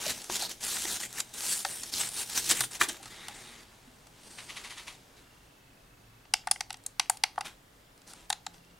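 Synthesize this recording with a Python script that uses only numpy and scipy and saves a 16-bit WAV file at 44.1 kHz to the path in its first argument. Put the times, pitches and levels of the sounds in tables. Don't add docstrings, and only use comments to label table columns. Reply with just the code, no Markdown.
import sys
import numpy as np
from scipy import signal
from scipy.fft import rfft, irfft
from scipy.io import wavfile
from scipy.ndimage import uniform_filter1d

SR = 44100
rng = np.random.default_rng(int(sys.argv[2]) if len(sys.argv) > 2 else 0)


def makeup_ratio(level_db):
    decades = np.asarray(level_db, float) / 20
    return 10 ** decades


def materialize(psi):
    bounded = np.clip(np.atleast_2d(psi).T, -1, 1)
    quanta = np.round(bounded * 32767).astype(np.int16)
    wavfile.write(sys.argv[1], SR, quanta)


N = 387638
TIME = np.arange(N) / SR


def evened(x):
    return x / np.sqrt(np.mean(x ** 2) + 1e-20)


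def read(points, hz):
    f, value = np.transpose(points)
    return np.interp(np.log(hz + 1), np.log(f + 1), value)


def add(mix, s, sound):
    part = mix[round(s * SR):][:len(sound)]
    part += sound[:len(part)]


def slow(count, width):
    once = uniform_filter1d(rng.standard_normal(count), int(width))
    return evened(uniform_filter1d(once, int(width)))


# start_s, length_s, catch_db, release_db
TUGS = [(0.0, 0.11, -42.5, -32), (.12, 0.26, -44.5, -55.5), (.305, 0.061, -38.5, -30.5),
        (.395, 0.065, -35.5, -36.5), (.495, 0.023, -42.5, -39), (.611, 0.024, -43, -37.5),
        (.645, 0.21, -35, -36.5), (.87, 0.099, -35.5, -34.5), (1.0, 0.058, -37.5, -41),
        (1.09, 0.11, -57.5, -35.5), (1.34, 0.19, -46, -27.5), (1.54, 0.092, -31.5, -42),
        (1.66, 0.24, -39, -47), (1.926, 0.09, -38, -29), (2.03, 0.048, -37.5, -37),
        (2.10, 0.1, -46.5, -32.5), (2.21, 0.022, -36, -36.5), (2.26, 0.076, -47.5, -38),
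        (2.35, 0.032, -36, -26), (2.385, 0.043, -35, -39.5), (2.44, 0.047, -37.5, -32.5),
        (2.50, 0.023, -24.5, -25.5), (2.55, 0.072, -35.5, -33.5), (2.635, 0.0074, -35, -31),
        (2.71, 0.049, -48, -41.5), (2.75, 0.022, -42, -54.5), (2.806, 0.0066, -34.5, -25.5),
        (2.823, 0.014, -37.5, -29.5), (2.885, 0.011, -44, -33), (2.92, 0.053, -53, -54)]
# start_s, brightest_hz of the stretched foam, weight_db on the case
SLEEVE = [(0.0, 6400, 3.5), (.3, 6050, 0), (.44, 4500, 2.5), (.65, 8000, -1), (1.04, 7400, 0),
          (1.3, 7400, 2.5), (1.53, 8300, -5.5), (1.75, 9350, -2), (1.93, 5260, -0.7), (2.11, 8150, -1.5),
          (2.21, 9350, -1.5), (2.38, 7430, -0.5), (2.45, 7500, -3), (2.53, 7100, 2.5), (2.61, 8750, -1.5),
          (2.83, 7100, 3.5), (3.06, 6600, 5.5)]
# pitch_hz, level_db per Hz
FOAM_TONE = [(150, -5.5), (370, -11.5), (450, -15.5), (1000, -6.5), (1800, -1), (2100, -3.5), (4000, 0.5),
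             (7600, -0.5), (10300, -1), (11300, -4), (15100, -9), (16500, -17)]


def foam_sleeve():
    return rub(TUGS, SLEEVE, FOAM_TONE, rest_db=-58, body_db=-6.0, thud_db=-13.5, thud_slope=0.3,
               thud_weight=1.0, hum_db=4.5, low_hz=189, bright_db=3.5, patchy_db=2.17, hump_width=0.34,
               per_s=12000, spread_db=1.25, clump_db=1.3)


# start_s, length_s, catch_db, release_db
SLIDES = [(3.03, 0.053, -58, -53.5), (3.1, 0.25, -53, -55.5), (3.345, 0.29, -51, -58),
          (3.63, 0.61, -65.5, -70), (4.15, 0.13, -67.5, -53.5), (4.3, 0.65, -52.5, -57.5),
          (4.95, 0.65, -65.5, -75.5), (5.17, 0.052, -64, -67), (7.456, 0.098, -44.5, -75),
          (8.075, 0.044, -54.5, -51.5), (8.15, 0.11, -58.5, -66), (8.54, 0.057, -61, -75)]
# start_s, brightest_hz of the skin (without effect while bright_db is 0), weight_db on
GRIP = [(3.0, 4170, -7), (3.2, 3930, 1.5), (3.32, 4100, 0.5), (3.35, 8000, -4.3), (3.419, 8500, -4),
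        (3.5, 8650, 0), (3.6, 8360, -1.5), (3.9, 5580, -2), (4.18, 8200, -2.5), (4.3, 8480, -9.5),
        (4.45, 8200, -8.5), (4.55, 8550, -3.5), (4.9, 8500, -5), (5.2, 5702, -1), (7.5, 4960, 1),
        (8.1, 7250, -9), (8.199, 5210, -2), (8.55, 5200, -8), (8.79, 4800, -5)]
# pitch_hz, level_db per Hz
SKIN_TONE = [(200, 10.5), (450, -13), (1150, 0.5), (1600, 0), (1990, -2), (2600, -0.5), (3650, -0.5),
             (4200, -2), (4650, -2), (5600, -3.5), (8800, -5), (10500, -7.5), (15300, -19), (16500, -20)]


def sliding_fingers():
    return rub(SLIDES, GRIP, SKIN_TONE, rest_db=-100.0, body_db=2.5, thud_db=-9, thud_slope=0.3,
               thud_weight=0.22, hum_db=7.5, low_hz=390, bright_db=0.0, patchy_db=1.2, hump_width=0.054,
               per_s=12000, spread_db=1.6, clump_db=1.1)


def effort(strokes, t, rest_db):
    catch_db_per_s, release_db_per_s = 1512, 815
    s, length, catch_db, release_db = np.transpose(strokes)[:, :, None]
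    db = catch_db + (release_db - catch_db) * np.clip((t - s) / length, 0, 1)
    db = db - catch_db_per_s * np.maximum(s - t, 0)
    db = db - release_db_per_s * np.maximum(t - s - length, 0)
    return 10 * np.log10((makeup_ratio(db) ** 2).sum(0) + makeup_ratio(rest_db) ** 2)


def slips(count, per_s, spread_db, clump_db):
    size = makeup_ratio(spread_db * np.minimum(rng.exponential(1, count), 5)) * rng.standard_normal(count)
    snaps = evened(size * (rng.random(count) < per_s / SR))
    grain = snaps + 0.7 * rng.standard_normal(count)
    return evened(grain * makeup_ratio(clump_db * slow(count, width=130)))


# start_s, length_s, pitch_hz, width_hz, level_db
POCKETS = [(.06, .06, 4600, 600, 4), (0.335, .04, 6940, 500, 5), (.41, .055, 4200, 400, 7),
           (.4, .07, 746, 250, 8), (.68, .07, 4400, 400, 3), (.88, 0.09, 3700, 500, 3),
           (1.0, .06, 2010, 350, 5), (1.0, .06, 6900, 400, 4), (1.47, 0.11, 8100, 700, 6),
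           (1.47, 0.072, 4460, 400, 4.5), (1.57, 0.055, 5800, 350, 1), (1.676, 0.18, 9000, 700, 6),
           (1.92, 0.076, 3720, 1200, 3.5), (1.994, 0.025, 8000, 600, 10), (2.053, .03, 8000, 600, 4),
           (2.1, .14, 9500, 300, 5), (2.33, .05, 7500, 900, 2), (2.49, 0.031, 7800, 600, 6),
           (2.504, 0.018, 2000, 800, 7), (2.55, .1, 8820, 800, 6), (3.104, 0.54, 2010, 250, 6),
           (3.103, 0.407, 3780, 400, 5), (3.339, 0.055, 7600, 700, 5), (3.34, 0.2, 8740, 300, 7),
           (3.59, .11, 4650, 150, 10), (4.2, .3, 8400, 550, 8), (4.22, 0.61, 4750, 150, 5),
           (4.22, .2, 5900, 200, 4), (4.2, 0.22, 9730, 300, 8), (8.067, .07, 6000, 300, 1),
           (8.17, .05, 7400, 300, 4), (8.1, .15, 3900, 250, 2)]


def rub(strokes, hold, tone, rest_db, body_db, thud_db, thud_slope, thud_weight, hum_db, low_hz,
        bright_db, patchy_db, hump_width, **grain):
    s, bright_hz, weight_db = np.transpose(hold)
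    count = round((s[-1] - s[0]) * SR)
    hz, t, z = signal.stft(slips(count, **grain), SR, nperseg=256, noverlap=192)
    now, pitch = t + s[0], hz[:, None]
    bright_hz = np.interp(now, s, bright_hz)[None]
    weight_db = np.interp(now, s, weight_db)[None]
    effort_db = effort(strokes, now, rest_db)[None]

    hump = np.exp(-(np.log((pitch + 1) / bright_hz) / hump_width) ** 2)
    patches = uniform_filter1d(rng.standard_normal(z.shape), 5, axis=0)
    patches = evened(uniform_filter1d(patches, 20, axis=1))
    colour = makeup_ratio(read(tone, hz)[:, None] + bright_db * hump + patchy_db * patches)
    colour *= makeup_ratio(0.059 * (effort_db + 12.0) * np.clip(pitch / 3000 - 3.2, 0, 1))
    for start, length, pocket_hz, width, db in POCKETS:
        since = now - start
        sings = np.clip(np.minimum(since, length - since) / 0.012 + 0.5, 0, 1)
        colour *= makeup_ratio(db * np.outer(np.exp(-((hz - pocket_hz) / width) ** 2), sings))
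    for hum_hz in (764, 334):
        colour *= makeup_ratio(hum_db * np.exp(-(np.log((pitch + 1) / hum_hz) / 0.07) ** 2))
    colour *= np.minimum(pitch / low_hz, 1) ** 2

    part = np.digitize(hz, [950, 4000])
    thud = thud_db + thud_weight * weight_db - thud_slope * (effort_db + 38.0)
    for k, db in enumerate((thud, body_db + weight_db, 0)):
        power = (colour[part == k] ** 2).sum(0) / len(hz)
        colour[part == k] *= makeup_ratio(db) / np.sqrt(power)
    sound = signal.istft(z * colour, SR, nperseg=256, noverlap=192)[1][:count]
    level = makeup_ratio(np.interp(TIME[:count], t, effort_db[0]))
    return s[0], sound * level * signal.windows.tukey(count, 200 / count)


# start_s, peak_db, brightest_hz
CRACKLES = [(0.0648, -16, 5720), (0.638, -16, 5280), (0.7677, -18, 4130), (0.7794, -30, 2480),
            (0.8534, -20.5, 1860), (1.032, -28, 1880), (1.128, -23, 6750), (1.187, -21, 7640),
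            (1.2925, -38, 3800), (1.385, -22, 4330), (1.407, -18, 4470), (1.7594, -21, 8800),
            (1.9387, -15, 3500), (2.035, -19, 1960), (2.1714, -29, 9490), (2.2994, -22, 4720),
            (2.4564, -24, 5430), (2.492, -11, 8160), (2.4962, -12, 7480), (2.512, -13, 7850),
            (2.5724, -15, 8490), (2.6068, -4.5, 8850), (2.6389, -14.5, 1820), (2.7332, -24, 6120),
            (2.8706, -27, 2010), (2.9294, -28, 7450), (2.9444, -33, 1560), (2.9693, -31, 4360),
            (3.079, -35, 7230), (3.2832, -22.5, 3390), (7.0594, -34, 2730), (0.4947, -22, 7110),
            (1.3399, -24, 7250), (2.5167, -11, 3530), (2.92, -28, 8000)]


def crackle(s, db, hz):
    t = TIME[:600]
    burst = rng.standard_normal(len(t)) * np.exp(-t / 0.0012)
    edges = np.clip(hz * np.exp([-0.43, 0.43]), 100, SR / 2.2)
    tick = signal.sosfilt(signal.butter(1, edges, "band", fs=SR, output="sos"), burst)
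    return s, makeup_ratio(db - 4.5) * tick / abs(tick).max()


# start_s, snap_db, flex_db of the panel, push_db on the hollow
BUTTONS = [(6.2523, -64.5, -59, -60), (6.337, -9, -22, -26.5), (6.4713, -23.5, -44, -26.5),
           (6.5116, -2.5, -32, -30), (6.5587, -63, -40, -45.5), (6.6063, -19.5, -32, -33.5),
           (6.6963, -44, -62, -55), (6.704, -28, -38.5, -37), (6.7272, -27, -55, -60),
           (6.7411, -37, -46, -47), (6.769, -41, -70, -68), (6.8627, -14.5, -61, -52),
           (6.996, -12, -22.5, -30.5), (7.0967, -4, -45, -22), (7.1703, -30.5, -55, -75),
           (7.236, -11.5, -19.5, -26), (7.3783, -48, -46.5, -23.5), (7.386, -35.5, -66, -49),
           (7.408, -24.5, -39.5, -32.5), (8.0162, -45, -65, -64), (8.3012, -12.5, -32.5, -27),
           (8.3262, -15, -35, -36), (8.4647, -22, -42, -35), (8.5417, -52, -58, -62)]
# low_hz, low_db, high_hz, high_db
TOUCH = [(2720, 11, 4410, 4), (3300, -10, 5250, 8), (5140, 5, 8700, 7), (5020, 14, 9400, 11.5),
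         (2120, 13, 4570, 1), (2060, 8, 6400, 2), (4130, 4, 4280, 4), (2800, 13, 4000, 2),
         (2770, 8, 8800, -1), (1970, 5, 6900, 2), (2960, 4, 6200, 4), (3980, 7.5, 6600, 3),
         (2800, -1, 5000, -1), (4650, 6, 7700, 0.5), (3320, 4, 4640, 4), (2240, 6, 4700, 4.5),
         (1300, 21, 5100, -2), (1300, 4, 10200, 6), (2800, 9, 4800, 5), (1400, 6, 6980, 2),
         (1660, 10.5, 3400, 8), (3900, 4, 6700, 10), (4010, 5, 7000, 12), (3480, 6, 4740, 4)]


def press_buttons(case):
    for row, touch in zip(BUTTONS, TOUCH):
        add(case, *knock(*row, touch=touch, lid_push=0.78, lid_db=-2.5, chatter_s=0.0038,
                         tail_db=-28.0, tail_s=0.24))


# start_s, snap_db, flex_db of the panel, push_db on the hollow
SNAPS = [(0.2159, -30, -60, -70), (0.2412, -27, -55, -61), (0.2969, -28, -39, -53), (0.4219, -18, -54, -37),
         (0.6386, -27, -53, -48), (0.768, -33, -42, -47), (0.852, -26, -42.5, -40.5),
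         (1.032, -35, -38, -75), (1.2015, -12, -38, -87), (1.648, -19, -34.5, -28), (1.833, -18, -47, -80),
         (2.0879, -19.5, -57, -66), (2.5104, -7, -30.5, -50), (2.606, -11, -32.5, -40),
         (2.8138, -31, -25.5, -46), (2.886, -17, -50, -49), (3.028, -33, -57, -57),
         (3.056, -31.5, -53.5, -49), (3.2827, -28, -49.5, -43), (4.068, -42.5, -63, -59)]
# pitch_hz, level_db
SNAP_TOUCH = [(7300, 4), (6460, 6), (1610, 8), (4600, 2), (5280, 4), (4130, 4), (1860, 14), (1880, 13),
              (7200, 8), (1630, 2), (6640, 9), (9500, 8), (7850, 9), (8850, 5), (1850, -11), (8980, 3),
              (4190, 6), (7300, 5), (3390, 17), (5000, 1)]


def snap_folds(case):
    for row, touch in zip(SNAPS, SNAP_TOUCH):
        add(case, *knock(*row, touch=touch, lid_push=0.1, lid_db=4.5, chatter_s=0.0047,
                         tail_db=-10.0, tail_s=0.073))


# start_s, snap_db, flex_db of
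# the panel, push_db on the hollow
TICKS = [(6.837, -41, -75, -70), (7.358, -49, -61, -61), (7.977, -46, -69, -71), (8.134, -31.5, -61, -52.5),
         (8.2953, -35, -67, -68), (6.5165, -15, -44, -60), (6.435, -75, -65, -62.5),
         (6.484, -53, -48.5, -60), (8.324, -32, -65, -70), (8.58, -55, -63, -79), (8.647, -57, -65, -80),
         (8.71, -59, -66, -79)]


def tick_caps(case):
    for row in TICKS:
        add(case, *knock(*row, lid_push=0.54, lid_db=5.0, chatter_s=0.0028, tail_db=-18.5, tail_s=0.067))


# pitch_hz, level_db
TOP = [(6850, 1.5), (7390, 6), (7950, 5), (8700, 3), (9300, 5.5), (9870, 3.5), (10500, -1.5), (11300, -6),
       (12300, -11), (13400, -16), (14600, -26)]
HOLLOW = [(740, 14), (865, 14)]
LID = [(1200, -0.43), (1480, 1.6), (1650, -0.94), (1890, 0.38)]
PANEL = [(2170, 4.5), (2400, 2), (2760, 7.1), (3270, 7.6)]
SWITCH = [(3700, 3), (3980, 3.5), (4650, 3), (5090, 1.5), (5740, 1.5), (6100, 0)]
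RING_S = [
    0.0027,
    0.028,
    0.012,
    0.015,
    0.0041,
]
WASH_DB = [
    -2,
    -5,
    4,
    5,
    3,
]


def knock(s, snap_db, flex_db, push_db, lid_push, lid_db, chatter_s, tail_db, tail_s, touch=(1, 0, 1, 0)):
    t, sound = TIME[:7000], 0
    ring_t = t[:2400]
    snap_lag_s = 0.0008
    lid_db = lid_db + flex_db + lid_push * (push_db - flex_db)
    switch_db = -2 + flex_db + 0.44 * (snap_db - flex_db)
    family_db = snap_db, push_db, lid_db, flex_db, switch_db

    chatter, echoes = rng.standard_normal((2, len(t)))
    chatter = chatter * np.exp(-((t - snap_lag_s) / chatter_s) ** 2)
    chatter = chatter * np.clip((t - snap_lag_s) / 0.00017, 0, 1)
    push = np.exp(-((t - 0.0004) / 0.00019) ** 2) * 2
    echoes = echoes * makeup_ratio(tail_db - 60 * t / tail_s) * np.minimum(t / 0.003, 1)

    drives = chatter, push, chatter, chatter, chatter
    families = zip((TOP, HOLLOW, LID, PANEL, SWITCH), RING_S, drives, WASH_DB, family_db)
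    for family, t60, drive, wash_db, db in families:
        hz, mode_db = np.transpose(family)[:, :, None]
        for touch_hz, touch_db in zip(touch[::2], touch[1::2]):
            mode_db = mode_db + touch_db * np.exp(-(np.log(hz / touch_hz) / 0.1) ** 2)
        gripped_hz = hz * (1 + 0.012 * rng.standard_normal(hz.shape))
        modes = makeup_ratio(mode_db - 60 * ring_t / t60) * np.sin(2 * np.pi * gripped_hz * ring_t)

        struck = signal.fftconvolve(modes, drive[None, :1200], axes=1)
        struck *= (np.linalg.norm(modes, axis=1) / np.linalg.norm(struck, axis=1))[:, None]
        struck = np.linalg.norm(drive) * (struck[::2].sum(0) - struck[1::2].sum(0))
        free = modes[::2].sum(0) - modes[1::2].sum(0)

        smeared = free if family is HOLLOW else free * makeup_ratio(-60 * ring_t / 0.002)
        smeared = smeared * np.linalg.norm(free) / np.linalg.norm(smeared)
        wash = signal.fftconvolve(smeared, makeup_ratio(wash_db) * echoes)[:len(t)]
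        heard = wash + np.pad(struck, (0, len(t) - len(struck)))
        level_db = db - 16.5 if family is TOP else db - 2.5
        sound = sound + makeup_ratio(level_db) * heard / np.sqrt(np.mean(heard[:300] ** 2))
    return s - snap_lag_s, sound


# start_s, peak_db
SKIDS = [(4.3814, -32), (4.491, -31.5), (4.563, -30.5), (4.6422, -31), (4.703, -31), (4.7732, -31),
         (4.873, -31)]
# pitch_hz, level_db per Hz
SKID_TONE = [(240, -35), (400, -22), (1130, -5.5), (1600, -10.5), (1980, -2), (2400, -4.5), (2850, -4),
             (3900, -5), (5190, -12), (6150, -11), (8300, -16.5), (9700, -12), (11000, -22), (16000, -45)]


def skid(s, db):
    rise_s, t60_s = 0.016, 0.17
    t = TIME[:SR // 5]
    shape = np.minimum(t / rise_s, 1) * makeup_ratio(-60 * np.maximum(t - rise_s, 0) / t60_s)
    z = rfft(slips(len(t), per_s=9000, spread_db=2.5, clump_db=0.8))
    colour = makeup_ratio(read(SKID_TONE, np.fft.rfftfreq(len(t), 1 / SR)))
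    rasp = evened(irfft(z * colour, len(t)))
    return s - 0.52 * rise_s, makeup_ratio(db - 9.5) * shape * rasp


# start_s, peak_db, pitch_hz, push_s
BUMPS = [(0.064, -31.5, 610, 0.0024), (0.296, -41, 368, 0.0058), (0.299, -21.5, 970, 0.0004),
         (.85, -39, 340, 0.003), (1.648, -45.5, 572, 0.011), (2.261, -59, 123.5, 0.0074),
         (2.512, -46, 325.5, 0.0063), (2.599, -42.5, 124, 0.0086), (2.812, -37.5, 368, 0.0035),
         (2.8125, -20, 1206, 0.0018), (2.8125, -12, 1760, 0.00073), (2.8135, -25, 2390, 0.0026),
         (3.0, -51, 790, 0.0048), (3.065, -50, 1300, .003), (3.285, -52, 825, 0.011),
         (7.381, -22, 1110, 0.00062), (2.88, -41, 310, 0.0057), (3.873, -51.5, 258, 0.0072),
         (2.519, -44.5, 490, 0.0087), (6.9967, -28.5, 1080, 0.00061), (5.381, -58, 123, 0.0064)]


def bump(s, db, hz, push_s):
    t = TIME[:3000]
    push = (t / push_s) * np.exp(-t / push_s)
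    return s, makeup_ratio(db + 10) * np.sin(2 * np.pi * hz * t) * push


# pitch_hz, t60_s
ROOM = [(300, 0.51), (1000, 0.2), (3500, 0.25), (9000, 0.15), (15000, 0.29)]


def room(x, same):
    taps = np.zeros((2, SR // 2))
    starts = np.arange(200, SR // 2 - 20, 20)
    at = starts + rng.integers(0, 20, (2, len(starts)))
    np.put_along_axis(taps, at, rng.choice([-1., 1.], at.shape), 1)
    hz, t, z = signal.stft(taps, SR, nperseg=256)
    shared, apart = signal.istft(z * makeup_ratio(-60 * t / read(ROOM, hz)[:, None]), SR, nperseg=256)[1]
    tail = np.array([shared + (1 - same) * apart, shared - (1 - same) * apart])
    return signal.fftconvolve(x[None], tail / np.linalg.norm(tail[0]), axes=1)[:, :N]


# start_s, pitch_hz, level_db
WHINE = [
    [(5.0, 2935, -99), (5.1, 2810, -84), (5.3, 2795, -72), (5.708, 2563, -74.5), (6.3, 2620, -74.5)],
    [(8.58, 2839, -79), (8.622, 2703, -71), (8.79, 2800, -78)],
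]
# start_s, pitch_hz, level_db
HUM = [(0.0, 118, -71), (.98, 109, -68), (1.1, 121.2, -64), (1.5, 110.5, -74.5), (2.67, 120.6, -62.5),
       (3.23, 114.2, -70), (3.55, 118.5, -66), (3.74, 108.3, -75), (4.15, 115, -70), (5.2, 112.5, -74),
       (5.45, 112, -67), (5.8, 108.7, -73), (6.1, 110, -62.5), (6.4, 108.8, -72), (6.9, 106.5, -68.5),
       (8.15, 107, -86), (8.79, 119, -68)]
# start_s, pitch_hz, level_db
DRONE = [(8.0, 172, -74), (8.3, 175, -68.5), (8.79, 173.6, -66)]


def motor_and_hums(far):
    for rows in WHINE:
        add(far, *far_line(rows, waver=0.002, throb_per_s=30, throb=2.2))
    add(far, *far_line(HUM, waver=0.008, throb_per_s=3, throb=0.2))
    add(far, *far_line(DRONE, waver=0.005, throb_per_s=3, throb=0.1))


def far_line(rows, waver, throb_per_s, throb):
    s, hz, db = np.transpose(rows)
    t = np.arange(s[0], s[-1], 1 / SR)
    turns = np.cumsum(np.interp(t, s, hz) * (1 + waver * slow(len(t), width=530))) / SR
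    beat = evened(np.exp(throb * np.sin(2 * np.pi * throb_per_s * t)))
    level = np.sqrt(2) * makeup_ratio(np.interp(t, s, db)) * beat
    return s[0], level * np.sin(2 * np.pi * turns) * signal.windows.tukey(len(t), 0.1)


# pitch_hz, level_db per Hz
HISS = [(12, -19.5), (20, -17), (43, 0.5), (75, -17.5), (111, -4.5), (244, -11.5), (281, -6), (305, -14.5),
        (342, -12), (506, -13), (2310, -19), (2510, -24), (2730, -20.5), (15200, -31.5), (16500, -35)]
# pitch_hz, likeness (0 to 1)
SAME = [(60, 0.84), (240, 0.77), (950, 0.13), (3770, 0.56), (15000, 1)]


def hiss():
    frames, hz = N // 512 + 5, np.fft.rfftfreq(2048, 1 / SR)
    a, b, c, d, patches = rng.standard_normal((5, len(hz), frames))
    patches = evened(uniform_filter1d(uniform_filter1d(patches, 20, axis=0), 8, axis=1))
    same = np.clip(read(SAME, hz), -1, 1)[:, None]
    left = a + 1j * b
    right = same * left + np.sqrt(1 - same ** 2) * (c + 1j * d)
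    z = np.array([left, right]) * makeup_ratio(read(HISS, hz)[:, None] + 0.9 * patches)
    return makeup_ratio(-59) * evened(signal.istft(z, nperseg=2048, noverlap=1536)[1][:, :N])


def scene():
    rubs, case, far = np.zeros((3, N))
    add(rubs, *foam_sleeve())
    add(rubs, *sliding_fingers())
    for play, rows in ((crackle, CRACKLES), (skid, SKIDS), (bump, BUMPS)):
        for row in rows:
            add(rubs, *play(*row))
    press_buttons(case)
    snap_folds(case)
    tick_caps(case)
    motor_and_hums(far)
    case = signal.sosfilt(signal.butter(8, 680, "high", fs=SR, output="sos"), case)
    near = rubs + case
    beside = np.roll(near, 5) - np.roll(near, 9)
    direct = near * makeup_ratio(np.array([[0.25], [-0.25]])) + makeup_ratio(-23) * np.array([beside, -beside])
    answer = makeup_ratio(-19) * room(case, same=0.69) + makeup_ratio(-11.0) * room(rubs, same=0.55)
    return direct + answer + far + hiss()


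def top_cut(x):
    return signal.sosfilt(signal.butter(12, 16880, fs=SR, output="sos"), x)


def record(dry):
    mid, side = (dry[0] + dry[1]) / 2, (dry[0] - dry[1]) / 2
    side = signal.sosfilt(signal.butter(2, 260, "high", fs=SR, output="sos"), side)
    side = 0.75 * signal.oaconvolve(side, signal.firwin(101, 11500, fs=SR), "same") + 0.45 * side
    edge_hz = [0, 15850, 16050, 16750, 16950, SR / 2]
    edge = signal.firwin2(511, edge_hz, [1, 1, 0.1, 0.06, 0, 0], fs=SR)
    pair = signal.oaconvolve(np.array([mid + side, mid - side]), edge[None], "same", axes=1)
    return top_cut(pair)


dry = scene()
out = record(dry)
materialize(out)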